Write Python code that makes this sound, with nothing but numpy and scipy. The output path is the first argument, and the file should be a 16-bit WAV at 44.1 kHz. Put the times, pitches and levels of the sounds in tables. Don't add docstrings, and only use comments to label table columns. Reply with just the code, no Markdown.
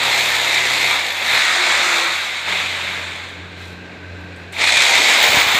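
import sys
import numpy as np
from scipy import signal
from scipy.fft import rfft, irfft, next_fast_len
from scipy.io import wavfile
from scipy.ndimage import uniform_filter1d

SR = 44100
rng = np.random.default_rng(int(sys.argv[2]) if len(sys.argv) > 2 else 0)


def master(y):
    cut = np.clip(np.atleast_2d(y).T, -1, 1)
    pcm = np.round(cut * 32767)
    wavfile.write(sys.argv[1], SR, pcm.astype(np.int16))


def level_to_linear(level):
    exponent = np.asarray(level, float) / 20
    return 10 ** exponent


N = 246519
T = np.arange(N) / SR

# time in seconds, level in dB.
HUM_LEVEL = [(0, -50), (1.4, -49.5), (1.6, -54), (2.2, -49.5), (2.44, -50), (2.48, -42), (3.5, -40),
             (4.1, -39.5), (4.6, -40.5), (4.9, -51), (5.59, -45)]
# multiple of the hum frequency, level over the hum in dB.
HUM_PARTIALS = [(1, 0), (1.5, -19), (2, -8), (3.32, -13), (4, -18), (5, -17)]
# frequency in Hz, relative density in dB per Hz.
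AIR_SPECTRUM = [(25, -5), (60, -9), (120, -5.5), (300, -0.5), (600, -4), (1200, -10.5), (2000, -6),
                (2600, -5), (3000, -14), (4000, -11.5), (4700, -21), (6200, -28.5), (7200, -27),
                (8500, -35), (9500, -41.5), (15500, -48)]

# start in seconds, end in seconds, level in dB.
SHOE_SCUFFS = [(3.53, 3.78, -44)]
# frequency in Hz, relative density in dB per Hz.
GRIT_SPECTRUM = [(1760, -36), (3000, -12), (4030, -5), (4660, -16), (7690, -19), (9650, -27), (15500, -30)]
# start in seconds, end in seconds, level in dB.
TREBLE_RUSTLES = [(3.26, 3.34, -61), (4.13, 4.3, -71), (4.34, 4.46, -66)]
# frequency in Hz, relative density in dB per Hz.
RUSTLE_SPECTRUM = [(5000, -30), (8000, -3), (12000, -2), (15500, -7)]
# start in seconds, relative level in dB,
# spectrum value at 3500 Hz in dB, t60 in seconds.
SNAPS = [(3.1587, -21, -4, 0.05), (3.288, -29, 3, 0.08), (3.5194, -48, 10, 0.08), (4.361, -31, 1, 0.095),
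         (4.5231, -18, -2, 0.098)]
# start in seconds, relative level in dB.
BREAKTHROUGHS = [(5.256, -24), (5.294, -18), (5.343, -15), (5.371, -11), (5.465, -19), (5.547, -16)]

# time in seconds, frequency in Hz, level in dB.
MOTOR_WHINE = [(1.53, 350, -60), (1.57, 352, -36.5), (1.69, 351, -39), (1.74, 358, -50), (1.8, 356, -41),
               (1.91, 358, -39), (1.94, 342, -37), (2.12, 346.6, -39.5), (2.15, 346, -60)]
# frequency in Hz, width in Hz, level over the roar in dB.
SLAB_MODES = [(125.5, 8, -29), (188, 8, -37), (251, 8, -41), (376, 10, -30), (225, 16, -32), (500, 20, -30),
              (700, 30, -26), (775, 30, -24), (930, 30, -22)]
# time in seconds, relative level in dB.
BIT_RING_LEVEL = [(5.12, -56), (5.25, -30), (5.41, -36), (5.59, -37)]
# time in seconds, relative level in dB.
RESTART_BLOWS = [(4.614, -4), (4.6384, 0), (4.673, 5), (4.69, 1), (4.728, -8), (4.769, 4), (4.8176, -3)]

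# time in seconds, blow rate headed for in Hz (0 = let go),
# blow force headed for, 0-1.
TRIGGER_CHANGES = [(0, 62.7, .6), (.92, 0, 0), (1.17, 73, .42), (1.97, 0, 0), (4.52, 78.5, .95),
                   (4.8, 78.5, .55), (5.3, 62, .6)]
# time in seconds, level in dB.
ROAR_LEVELS = [
    [(0, -15.5), (.4, -18.5), (.55, -16.5), (.7, -17.5), (.9, -17), (1.13, -22.5), (1.2, -21), (1.3, -16.5),
     (1.38, -15), (1.48, -17), (1.97, -17.5), (2.12, -21), (2.45, -25), (2.49, -18), (2.7, -22), (3.2, -30),
     (3.32, -36.5), (3.45, -42), (3.65, -40.5)],
    [(4.515, -60), (4.53, -33), (4.575, -26), (4.59, -19.5), (4.615, -15), (4.68, -15), (5.0, -13.5),
     (5.36, -13), (5.45, -16.5), (5.59, -15.5)],
]
# time in seconds, load 0-1, floor drumming over its usual share in dB.
BIT_LOAD = [(0, 0.42, -10), (.6, 0.4, -12.5), (.85, .4, -10.5), (1.25, 0.47, -10.5), (1.42, 0.8, -13.5),
            (1.55, 1, -10.5), (2.0, 0.88, -11), (2.12, 0.7, -9), (2.25, 0.6, -13), (2.5, 0.5, -11.5),
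            (3.5, 0.9, -11), (4.55, 0.4, -9), (4.65, .02, -15), (4.75, 0, -15.5), (4.8, 0.34, -11),
            (5.15, 0.35, -11.5), (5.3, 0.58, -9), (5.59, .55, -11)]
# time in seconds, clearance 0-1.
BIT_LIFT = [(0, 0.1), (2.0, 0.07), (2.3, 0.5), (3.6, 0.9), (4.5, 0.3), (5.59, 0.8)]
# frequency in Hz, relative density in dB per Hz.
DRILL_SPECTRUM = [(120, -38), (200, -23.5), (300, -17.5), (400, -15.5), (600, -9.5), (930, -6),
                  (1100, -7.5), (1550, -4.5), (1850, -1), (2200, 2.5), (2550, -2), (3000, -9.5), (3650, -1),
                  (4250, -5.5), (4800, -14.5), (5600, -19.5), (7200, -16), (8500, -22.5), (9500, -26.5),
                  (16000, -35)]
# frequency in Hz, relative density in dB per Hz.
LIFTED_SPECTRUM = [(880, -34), (1500, -1), (1680, -11.5), (2110, 1.5), (2470, -1), (2830, -6.5), (3770, -3),
                   (4540, -14), (5200, -18), (6760, -49), (11400, -120)]
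# frequency in Hz, relative density in dB per Hz.
RATTLE_SPECTRUM = [(9000, -8), (10500, -6), (12500, -6), (13400, -5.5), (14300, -10), (16000, -11)]
PART_EDGES_HZ = [1000, 1750, 4700, 9500]
PART_BLOW_SHARE = [.25, .3, .35, .5, .8]
PART_BASE_DB = [-0.5, -14, -0.5, -11, -23.5]
PART_LOAD_GAIN_DB = [-0.5, 10, 0, 0.5, 1]
PART_UNEVEN_DB = [0.7, 0.92, 0.34, 0.48, .8]
# time in seconds, hiss in dB, rattle in dB.
TREBLE_SHIFT = [(0, -1, -5), (.35, 0.5, 2), (.55, -2, -3), (.8, 0.5, 2), (1.0, -1, -2), (1.15, -2.5, 1),
                (1.45, 0, -3.5), (1.95, 1.5, -2), (2.3, -2, -5.5), (2.8, -3, -7), (2.93, -2.5, -2),
                (3.15, -4, -7), (3.6, -5, -12), (4.52, -3, 6), (4.63, -0.5, -7), (4.8, 3, -3.5),
                (5.1, 0.5, -1.5), (5.59, -0.5, -0.5)]
# start in seconds, end in seconds, singing level in dB.
CHUCK_SPELLS = [(0, 0.134, -47), (0.25, 0.613, -52), (0.717, 0.908, -49), (1.04, 1.427, -56),
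                (2.086, 2.333, -55), (2.467, 2.957, -62), (5.15, 5.7, -50)]

# frequency in Hz, t60 in seconds.
ROOM_DECAY = [(200, 0.98), (1000, 0.4), (4000, 0.56), (12000, 0.51)]


def evened(x):
    return x / np.sqrt(np.mean(x ** 2) + 1e-20)


def read(points, hz):
    f, value = np.transpose(points)
    return np.interp(np.log(hz + 1), np.log(f + 1), value)


def curve(rows, column, off=-120):
    rows = np.array(rows)
    return np.interp(T, rows[:, 0], rows[:, column], off, off)


def joined(tables, column):
    return np.max([curve(table, column) for table in tables], axis=0)


def spell(start_s, end_s, edge_s):
    return np.clip(np.minimum(T - start_s, end_s - T) / edge_s, 0, 1)


def swells(rows):
    out = np.zeros(N)
    for start_s, end_s, db in rows:
        phase = np.clip((T - start_s) / (end_s - start_s), 0, 1)
        out += level_to_linear(db) * np.sin(np.pi * phase) ** 1.5
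    return out


def colour(x, points, lo_hz=0, hi_hz=SR):
    size = next_fast_len(len(x))
    hz = np.fft.rfftfreq(size, 1 / SR) + 1
    edges = 1 / np.sqrt((1 + (lo_hz / hz) ** 24) * (1 + (hz / hi_hz) ** 24))
    shaped = rfft(x, size) * level_to_linear(read(points, hz)) * edges
    return evened(irfft(shaped, size)[:len(x)])


def wander(hz):
    lowpass = signal.butter(2, hz, fs=SR, output="sos")
    return evened(signal.sosfilt(lowpass, rng.standard_normal(N)))


def resonate(x, hz, width_hz):
    r = np.exp(-np.pi * width_hz / SR)
    return evened(signal.lfilter([1], [1, -2 * r * np.cos(2 * np.pi * hz / SR), r * r], x))


def decay(x, tau_s):
    return signal.lfilter([1], [1, -np.exp(-1 / (tau_s * SR))], x)


def background():
    hum_hz, whistle_hz = 89, 1570
    hum = np.zeros(N)
    for order, db in HUM_PARTIALS:
        level = np.sqrt(2) * level_to_linear(db + 2.4 * wander(2.9))
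        hum += level * np.sin(2 * np.pi * order * hum_hz * T + 0.3 * wander(6.2))
    air = level_to_linear(2 + .5 * wander(4.8)) * colour(rng.standard_normal(N), AIR_SPECTRUM)
    whistle = level_to_linear(-7.5) * resonate(rng.standard_normal(N), whistle_hz, width_hz=64)
    turns = np.cumsum(whistle_hz * (1 + .04 * wander(60))) / SR
    whistle += np.sqrt(2) * level_to_linear(-9 + 2.8 * wander(6.7)) * np.sin(2 * np.pi * turns)
    return level_to_linear(curve(HUM_LEVEL, column=1)) * (hum + air + whistle)


def scuffs():
    grit = rng.standard_normal(N) * level_to_linear(2.0 * wander(60))
    scuff = swells(SHOE_SCUFFS) * colour(grit, GRIT_SPECTRUM)
    return scuff + swells(TREBLE_RUSTLES) * colour(grit, RUSTLE_SPECTRUM)


def clicks():
    out = np.zeros(N)
    for start_s, db, low_db, t60_s in SNAPS:
        part = out[round(start_s * SR):][:8000]
        spectrum = [(1500, -40), (3500, low_db), (6000, 1), (8000, 12), (13000, -12), (15500, -6)]
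        snap = colour(rng.standard_normal(8000), spectrum)
        part += level_to_linear(db - 21 - 60 * T[:8000] / t60_s) * snap
    return out


def jolts():
    out, ms = np.zeros(N), np.arange(1500) / SR * 1000
    push = (1 - ms / 2) * ms * np.exp(1 - ms)
    for start_s, db in BREAKTHROUGHS:
        part = out[round(start_s * SR):][:len(push)]
        part += level_to_linear(db) * push[:len(part)]
    return out


def whine():
    waver = 1 + .008 * wander(12)
    lower_turns = np.cumsum(curve(MOTOR_WHINE, column=1, off=350) * waver) / SR
    upper_turns = np.cumsum(678 * waver) / SR
    lower = level_to_linear(curve(MOTOR_WHINE, column=2)) * np.sin(2 * np.pi * lower_turns)
    upper_level = level_to_linear(-35 + 3.4 * wander(8.6)) * spell(1.52, 1.88, edge_s=.04)
    return np.sqrt(2) * (lower + upper_level * np.sin(2 * np.pi * upper_turns))


def slab(turns):
    rate_hz, out = striker()[0][::64], np.zeros(N)
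    for k in range(2, 17):
        gain = np.zeros(len(rate_hz))
        for hz, width_hz, db in SLAB_MODES:
            gain += level_to_linear(db) / (1 + (2 * (k * rate_hz - hz) / width_hz) ** 2)
        out += np.interp(T, T[::64], gain) * np.sin(2 * np.pi * (k * turns + rng.random()))
    return out * np.sqrt(2) * level_to_linear(joined(ROAR_LEVELS, column=1) + 2 * wander(5.5))


def bit_ring(blows):
    crack = colour(blows, [(9000, -40), (12000, -10), (15500, -7)])
    burst = decay(blows, tau_s=.002) * rng.standard_normal(N)
    ring = resonate(burst, hz=15480, width_hz=250)
    return level_to_linear(curve(BIT_RING_LEVEL, column=1)) * (1.1 * ring + .5 * crack)


def first_blows():
    train = np.zeros(N)
    for s, db in RESTART_BLOWS:
        train[round(s * SR)] = level_to_linear(db - 12.5)
    return decay(train, tau_s=0.0066) * colour(rng.standard_normal(N), DRILL_SPECTRUM, lo_hz=880)


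def striker():
    spin_up_s, coast_s = .17, .82
    out, now = np.zeros((2, N)), np.array(TRIGGER_CHANGES[0][1:])
    ends_s = [row[0] for row in TRIGGER_CHANGES[1:]] + [N / SR]
    for (start_s, *goal), end_s in zip(TRIGGER_CHANGES, ends_s):
        on, goal = (T >= start_s) & (T < end_s), np.array(goal)
        tau_s = spin_up_s if goal[0] else coast_s
        fade = np.exp(-(T[on] - start_s) / tau_s)
        out[:, on] = goal[:, None] + (now - goal)[:, None] * fade
        now = out[:, on][:, -1]
    return out


def hammer():
    turns = np.cumsum(striker()[0] * (1 + .006 * wander(8))) / SR
    size = level_to_linear(2.2 * rng.standard_normal(600))[turns.astype(int)]
    return turns, (np.diff(np.floor(turns), prepend=0) > 0) * size


def drill(blows):
    force, load = striker()[1], curve(BIT_LOAD, column=1)
    lift = np.clip(curve(BIT_LIFT, column=1), 0, 1)
    shake = evened(decay(blows, tau_s=0.0094))
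    roar_db = joined(ROAR_LEVELS, column=1)
    chuck = [(spell(start_s, end_s, edge_s=0.035), db) for start_s, end_s, db in CHUCK_SPELLS]
    edges_hz, out = [0, *PART_EDGES_HZ, SR], np.zeros(N)
    for k in range(5):
        lo_hz, hi_hz = edges_hz[k], edges_hz[k + 1]
        rel_db = PART_BASE_DB[k] + PART_LOAD_GAIN_DB[k] * load + PART_UNEVEN_DB[k] * wander(5.3)
        if k == 0:
            rel_db += curve(BIT_LOAD, column=2)
        if k > 2:
            rel_db += curve(TREBLE_SHIFT, column=k - 2)
        mix = np.clip(PART_BLOW_SHARE[k] * force, 0, 1)
        drive = rng.standard_normal(N) * (1 - mix + mix * shake) / np.sqrt(1 - mix + mix ** 2)
        drive *= level_to_linear(0.4 * wander(31))
        part = colour(drive, RATTLE_SPECTRUM if k == 4 else DRILL_SPECTRUM, lo_hz, hi_hz)
        if k == 2:
            part += lift * (colour(drive, LIFTED_SPECTRUM, lo_hz, hi_hz) - part)
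        if k == 4:
            part *= level_to_linear(0.5 * sum(shape for shape, db in chuck))
        out += level_to_linear(roar_db + rel_db) * part
    out += level_to_linear(roar_db - 31) * spell(-1, 0.5, edge_s=0.26) * resonate(drive, hz=13400, width_hz=900)
    sing_level = level_to_linear(roar_db - 47) + sum(level_to_linear(db) * shape for shape, db in chuck)
    return out + sing_level * resonate(drive, hz=11550, width_hz=220)


def shifting(x, patch_db):
    hz, t, z = signal.stft(x, SR, nperseg=256)
    patches = uniform_filter1d(rng.standard_normal(z.shape), size=3, axis=0)
    patches = evened(uniform_filter1d(patches, size=16, axis=1))
    gain_db = patch_db * patches - np.log(10) / 20 * patch_db ** 2
    return signal.istft(z * level_to_linear(gain_db), SR, nperseg=256)[1][:N]


def room(x):
    wet_db = -7.5
    at, wet = np.arange(150, SR - 20, 20), np.zeros(N)
    for k in range(3):
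        taps = np.zeros(SR)
        taps[at + rng.integers(0, 20, len(at))] = rng.choice([-1., 1.], len(at))
        hz, t, z = signal.stft(taps, SR, nperseg=256)
        fade = level_to_linear(-60 * t / read(ROOM_DECAY, hz)[:, None])
        tail = signal.istft(z * fade, SR, nperseg=256)[1]
        turn = np.sqrt(2 / 3) * np.cos(np.pi * (6 * T + k / 3))
        wet += signal.fftconvolve(x * turn, tail / np.linalg.norm(tail))[:N]
    return (x + level_to_linear(wet_db) * wet) / np.sqrt(1 + level_to_linear(2 * wet_db))


def scene():
    turns, blows = hammer()
    near = shifting(drill(blows), patch_db=0.91) + first_blows() + bit_ring(blows) + clicks() + scuffs()
    return (room(near) + slab(turns) + whine() + jolts() + background())[None]


def top_cut(x):
    return signal.sosfilt(signal.butter(12, 16520, fs=SR, output="sos"), x)


def record(dry):
    highpass = signal.butter(3, 55, "high", fs=SR, output="sos")
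    thin = signal.sosfilt(highpass, dry)
    rounded = thin / (1 + abs(thin / .97) ** 6) ** (1 / 6)
    lowpass = signal.firwin(801, 15500, window=("kaiser", 10), fs=SR)
    finished = signal.oaconvolve(rounded, lowpass[None], "same")
    return top_cut(finished)


dry = scene()
out = record(dry)
master(out)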